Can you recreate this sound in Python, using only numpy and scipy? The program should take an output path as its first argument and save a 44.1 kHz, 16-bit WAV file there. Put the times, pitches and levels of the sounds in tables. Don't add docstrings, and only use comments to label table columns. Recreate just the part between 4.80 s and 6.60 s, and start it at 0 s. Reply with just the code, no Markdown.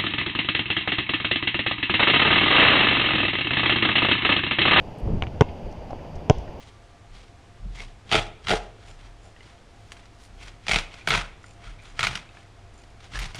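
import sys
import numpy as np
from scipy import signal
from scipy.fft import rfft, irfft
from scipy.io import wavfile
from scipy.ndimage import uniform_filter1d, minimum_filter1d

SR = 44100
rng = np.random.default_rng(int(sys.argv[2]) if len(sys.argv) > 2 else 0)


def dump(signal):
    limited = np.clip(np.atleast_2d(signal).T, -1, 1)
    pcm = np.round(limited * 32767).astype(np.int16)
    wavfile.write(sys.argv[1], SR, pcm)


N = 79380
TIME = np.arange(N) / SR


def bounces():
    # (time [s], level [dB], reflection 1 delay [s], its level [dB], reflection 2 delay [s],
    #  its level [dB], contact [s], lift-off [dB], thump [dB], tail [dB], grit and scatter treble [dB])
    landings = [(.6096, 1.5, 0.002843, -1, 0.00346, -2.5, .01015, -4, -6, -2, -21),
                (1.4981, -2, 0.00242, 2, 0.0034, 7, .01017, 6, -2, 1, -3)]
    # (frequency [Hz], t60 [s], bounce 1 [dB], bounce 2 [dB])
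    shell_modes = [(436, 0.021, -10, -13.5), (538, 0.01, -8.5, -7.5), (632, 0.018, -24, -13),
                   (736, 0.029, -31, -22), (894, 0.01, -7.5, -40), (946, 0.023, -26.5, -30.5),
                   (1436, 0.0091, -18.5, -16.5), (1975, 0.013, -14.5, -52), (2270, 0.019, -27, -18),
                   (2660, 0.0074, -21.5, -32), (3073, 0.016, -19, -17.5), (5200, 0.012, -43, -21),
                   (5540, .011, -22.5, -24.5), (6080, 0.01, -29.5, -19), (8470, 0.0017, -13.5, -38)]
    # (frequency [Hz], t60 [s], bounce 1 [dB], bounce 2 [dB])
    air_modes = [(965, 0.13, -25.5, -36.5), (1060, 0.29, -48.5, -40), (1464, 0.45, -56, -54),
                 (1620, 0.11, -51, -51), (2140, 0.47, -52, -58), (2696, 0.26, -47, -52),
                 (2781, 0.11, -42, -59), (3270, 0.16, -56.5, -43.5), (3720, 0.15, -53, -54),
                 (4590, 0.092, -50.5, -52), (5100, 0.13, -53, -52), (5960, .12, -59, -49.5),
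                 (6260, 0.092, -48, -55), (6870, .11, -48, -48)]
    impact_top_hz, reflection_top_hz, lift_top_hz = 6680, 1350, 1050
    out = np.zeros(N)
    for index, (at_s, level_db, first_s, first_db, second_s, second_db,
                contact_s, lift_db, thump_db, tail_db, treble_db) in enumerate(landings):
        hit = soften(click(at_s), impact_top_hz, poles=5)
        reflections = from_db(first_db) * click(at_s + first_s)
        reflections += from_db(second_db) * click(at_s + second_s)
        lift = from_db(lift_db) * soften(click(at_s + contact_s), lift_top_hz)
        drive = hit - soften(reflections, reflection_top_hz) - lift
        shell = body(drive, [(hz, db[index], t60_s) for hz, t60_s, *db in shell_modes])
        air = body(hit, [(hz, db[index], t60_s) for hz, t60_s, *db in air_modes])
        contact = shell + from_db(thump_db) * thump(at_s) + grit(at_s, contact_s, treble_db)
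        tail = air + court_scatter(at_s, treble_db)
        out += from_db(level_db) * (contact + from_db(tail_db) * tail)
    return out


def thump(at_s, pitch_hz=108, length_s=0.0155):
    age_s = TIME - at_s
    swell = np.sin(np.pi * np.clip(age_s / length_s, 0, 1)) ** 2.8
    return swell * np.cos(2 * np.pi * pitch_hz * (age_s - length_s / 2))


def grit(at_s, contact_s, treble_db, gain_db=-18, decay_s=0.0033, peel_db=-8, peel_top_hz=2600):
    # (frequency [Hz], relative density [dB])
    spectrum = [(500, -32), (1100, 10.5), (2000, 4), (3400, 9), (4200, -25), (5600, -40), (6600, -2),
                (7500, -9), (9000, -20.5), (10500, -52), (15000, -51.5)]
    skin = from_db(gain_db) * noise(shelve(spectrum, treble_db))
    landing, peel = (skin * (TIME >= start_s) * np.exp(-((TIME - start_s) / decay_s) ** 2)
                     for start_s in (at_s, at_s + contact_s))
    return landing + from_db(peel_db) * soften(peel, peel_top_hz)


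def court_scatter(at_s, treble_db, gain_db=-40, t60_s=0.77):
    # (frequency [Hz], relative density [dB])
    spectrum = [(100, 6), (400, -1), (900, 8), (1300, -23.5), (3000, -6.5), (4200, -15), (6200, -13),
                (8000, -41.5), (15000, -52)]
    decay = (TIME > at_s) * from_db(-60 * np.abs(TIME - at_s) / t60_s)
    return from_db(gain_db) * decay * noise(shelve(spectrum, treble_db))


def slaps_and_taps():
    # (time [s], level [dB], low-pass [Hz])
    impacts = [(0.2767, -0.5, 587), (0.4233, -0.5, 3530), (.4345, -1.5, 800), (0.437, -11.5, 1700),
               (.4690, -14.5, 2800), (1.1313, -0.5, 770)]
    # (frequency [Hz], level [dB], t60 [s])
    modes = [(331, -39, 0.09), (775, -27.5, 0.045), (1055, -21, 0.011), (1450, -21.5, 0.0077),
             (2310, -16.5, 0.0068), (2875, -14, 0.0072), (3220, -27.5, .006), (6100, -23, 0.0046)]
    drive = sum(from_db(db) * soften(click(at_s), top_hz) for at_s, db, top_hz in impacts)
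    return body(drive, modes)


def noise_bursts():
    # (time [s], level [dB], centre [Hz], length [s])
    bursts = [(.184, -59, 8900, 0.0031), (.197, -63.5, 9700, 0.0054), (.4235, -43.5, 1050, 0.012),
              (0.434, -35.5, 2070, 0.0045), (0.472, -51, 2690, 0.0058), (.853, -40.5, 520, 0.025),
              (0.912, -59, 5030, 0.0043), (.925, -55.5, 5160, 0.0028), (1.104, -35, 750, 0.0056),
              (1.105, -55.5, 4750, 0.0052), (1.189, -48.5, 1600, 0.0059), (1.352, -56, 5100, 0.0092),
              (1.5835, -48.5, 5400, 0.002)]
    return swishes(bursts)


def bumps():
    # (time [s], drive [dB], frequency [Hz], t60 [s])
    jolts = [(0.231, -17, 47.7, 0.13), (0.2722, -8, 86.4, 0.035), (.302, -16, 67.6, .06),
             (0.333, -19, 107, 0.072), (0.426, -14, 106, 0.035), (0.471, -20, 111, .07),
             (0.841, -24.5, 38.8, 0.22), (1.579, -29.5, 87, 0.096)]
    return -sum(from_db(db) * ring(soften(click(at_s), top_hz=200), hz, t60_s)
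                for at_s, db, hz, t60_s in jolts)


def wind():
    # (time [s], rumble [dB], flutter [dB])
    gusts = [(0, -41.5, -48.5), (.21, -42, -43), (.235, -34, -37.5), (.275, -33, -29.5),
             (0.341, -23.5, -27.5), (.41, -30, -38.5), (0.481, -39.5, -39), (.56, -36, -42),
             (.69, -34.5, -44), (.8, -45, -48), (.86, -35, -45), (.94, -37, -52.5), (1.3, -43.5, -46),
             (1.37, -33, -43), (1.439, -44, -46), (1.58, -28.5, -45), (1.66, -41.5, -47.5),
             (1.8, -41.5, -50.5)]
    # (frequency [Hz], relative density [dB])
    rumble_spectrum = [(15, -1), (40, -5), (85, 0), (130, -13), (250, -52), (600, -80), (5000, -120)]
    flutter_spectrum = [(60, -19.5), (150, 2), (270, -6.5), (480, -11.5), (900, -29), (2000, -46.5),
                        (8000, -98)]
    at_s, rumble_db, flutter_db = np.transpose(gusts)
    rumble = from_db(np.interp(TIME, at_s, rumble_db)) * noise(rumble_spectrum)
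    flutter = from_db(np.interp(TIME, at_s, flutter_db)) * noise(flutter_spectrum)
    return rumble + flutter


def far_echoes():
    # (time [s], level [dB], centre [Hz], length [s])
    echoes = [(.684, -49, 2520, 0.01), (1.676, -48.5, 1750, .0061)]
    return swishes(echoes)


def far_knock(at_s=1.1068, drive_db=-29):
    return from_db(drive_db) * ring(soften(click(at_s), top_hz=1350), hz=785, t60_s=0.055)


def distant_hush(hush_db=-40.5, whine_db=-71):
    # (frequency [Hz], relative density [dB])
    spectrum = [(30, 3), (150, 3), (320, -1), (600, 1), (850, -1.5), (1200, -15.5), (1800, -19.5),
                (2900, -18), (3900, -29.5), (4900, -28), (6500, -33), (7800, -40.5), (11000, -44.5),
                (15000, -52)]
    whine = ring(rng.standard_normal(N), hz=4690, t60_s=0.023)
    return from_db(hush_db) * noise(spectrum) + from_db(whine_db) * whine / whine.std()


def from_db(db):
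    return 10 ** (np.asarray(db) / 20)


def noise(spectrum):
    hz, db = np.transpose(spectrum)
    bins_hz = np.maximum(np.fft.rfftfreq(N, 1 / SR), 1)
    gain = from_db(np.interp(np.log(bins_hz), np.log(hz), db))
    x = irfft(rfft(rng.standard_normal(N)) * gain, N)
    return x / x.std()


def shelve(spectrum, treble_db, start_hz=2500, full_hz=5400):
    return [(hz, db + np.interp(hz, [start_hz, full_hz], [0, treble_db])) for hz, db in spectrum]


def click(at_s):
    return (np.arange(N) == int(at_s * SR)) + 1e-18


def soften(x, top_hz, poles=3):
    return signal.sosfilt(signal.butter(poles, top_hz, fs=SR, output="sos"), x)


def ring(x, hz, t60_s):
    radius = from_db(-60 / (t60_s * SR))
    step_rad = 2 * np.pi * hz / SR
    return signal.lfilter([0, np.sin(step_rad)], [1, -2 * radius * np.cos(step_rad), radius ** 2], x)


def body(x, modes):
    return sum(from_db(db) * ring(x, hz, t60_s) for hz, db, t60_s in modes)


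def swishes(events, log_half_width=0.23):
    out = np.zeros(N)
    for at_s, db, centre_hz, length_s in events:
        edges_hz = centre_hz * np.exp([-log_half_width, log_half_width])
        bandpass = signal.butter(2, edges_hz, "band", fs=SR, output="sos")
        band = signal.sosfilt(bandpass, rng.standard_normal(N))
        progress = np.maximum(TIME - at_s, 0) / (length_s / 2)
        out += from_db(db) * progress * np.exp(1 - progress) * band / band.std()
    return out


def scene():
    near = bounces() + slaps_and_taps() + noise_bursts() + bumps()
    return (near + far_echoes() + wind() + far_knock() + distant_hush())[None]


def record(dry):
    ceiling, window_s, cutoff_hz = 0.93, 0.0016, 15600
    size = int(window_s * SR)
    gain = minimum_filter1d(ceiling / np.maximum(np.abs(dry), ceiling), 2 * size + 1)
    gain = uniform_filter1d(uniform_filter1d(gain, size), size)
    return signal.sosfilt(signal.cheby2(12, 70, cutoff_hz, fs=SR, output="sos"), gain * dry)


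dry = scene()
out = record(dry)
dump(out)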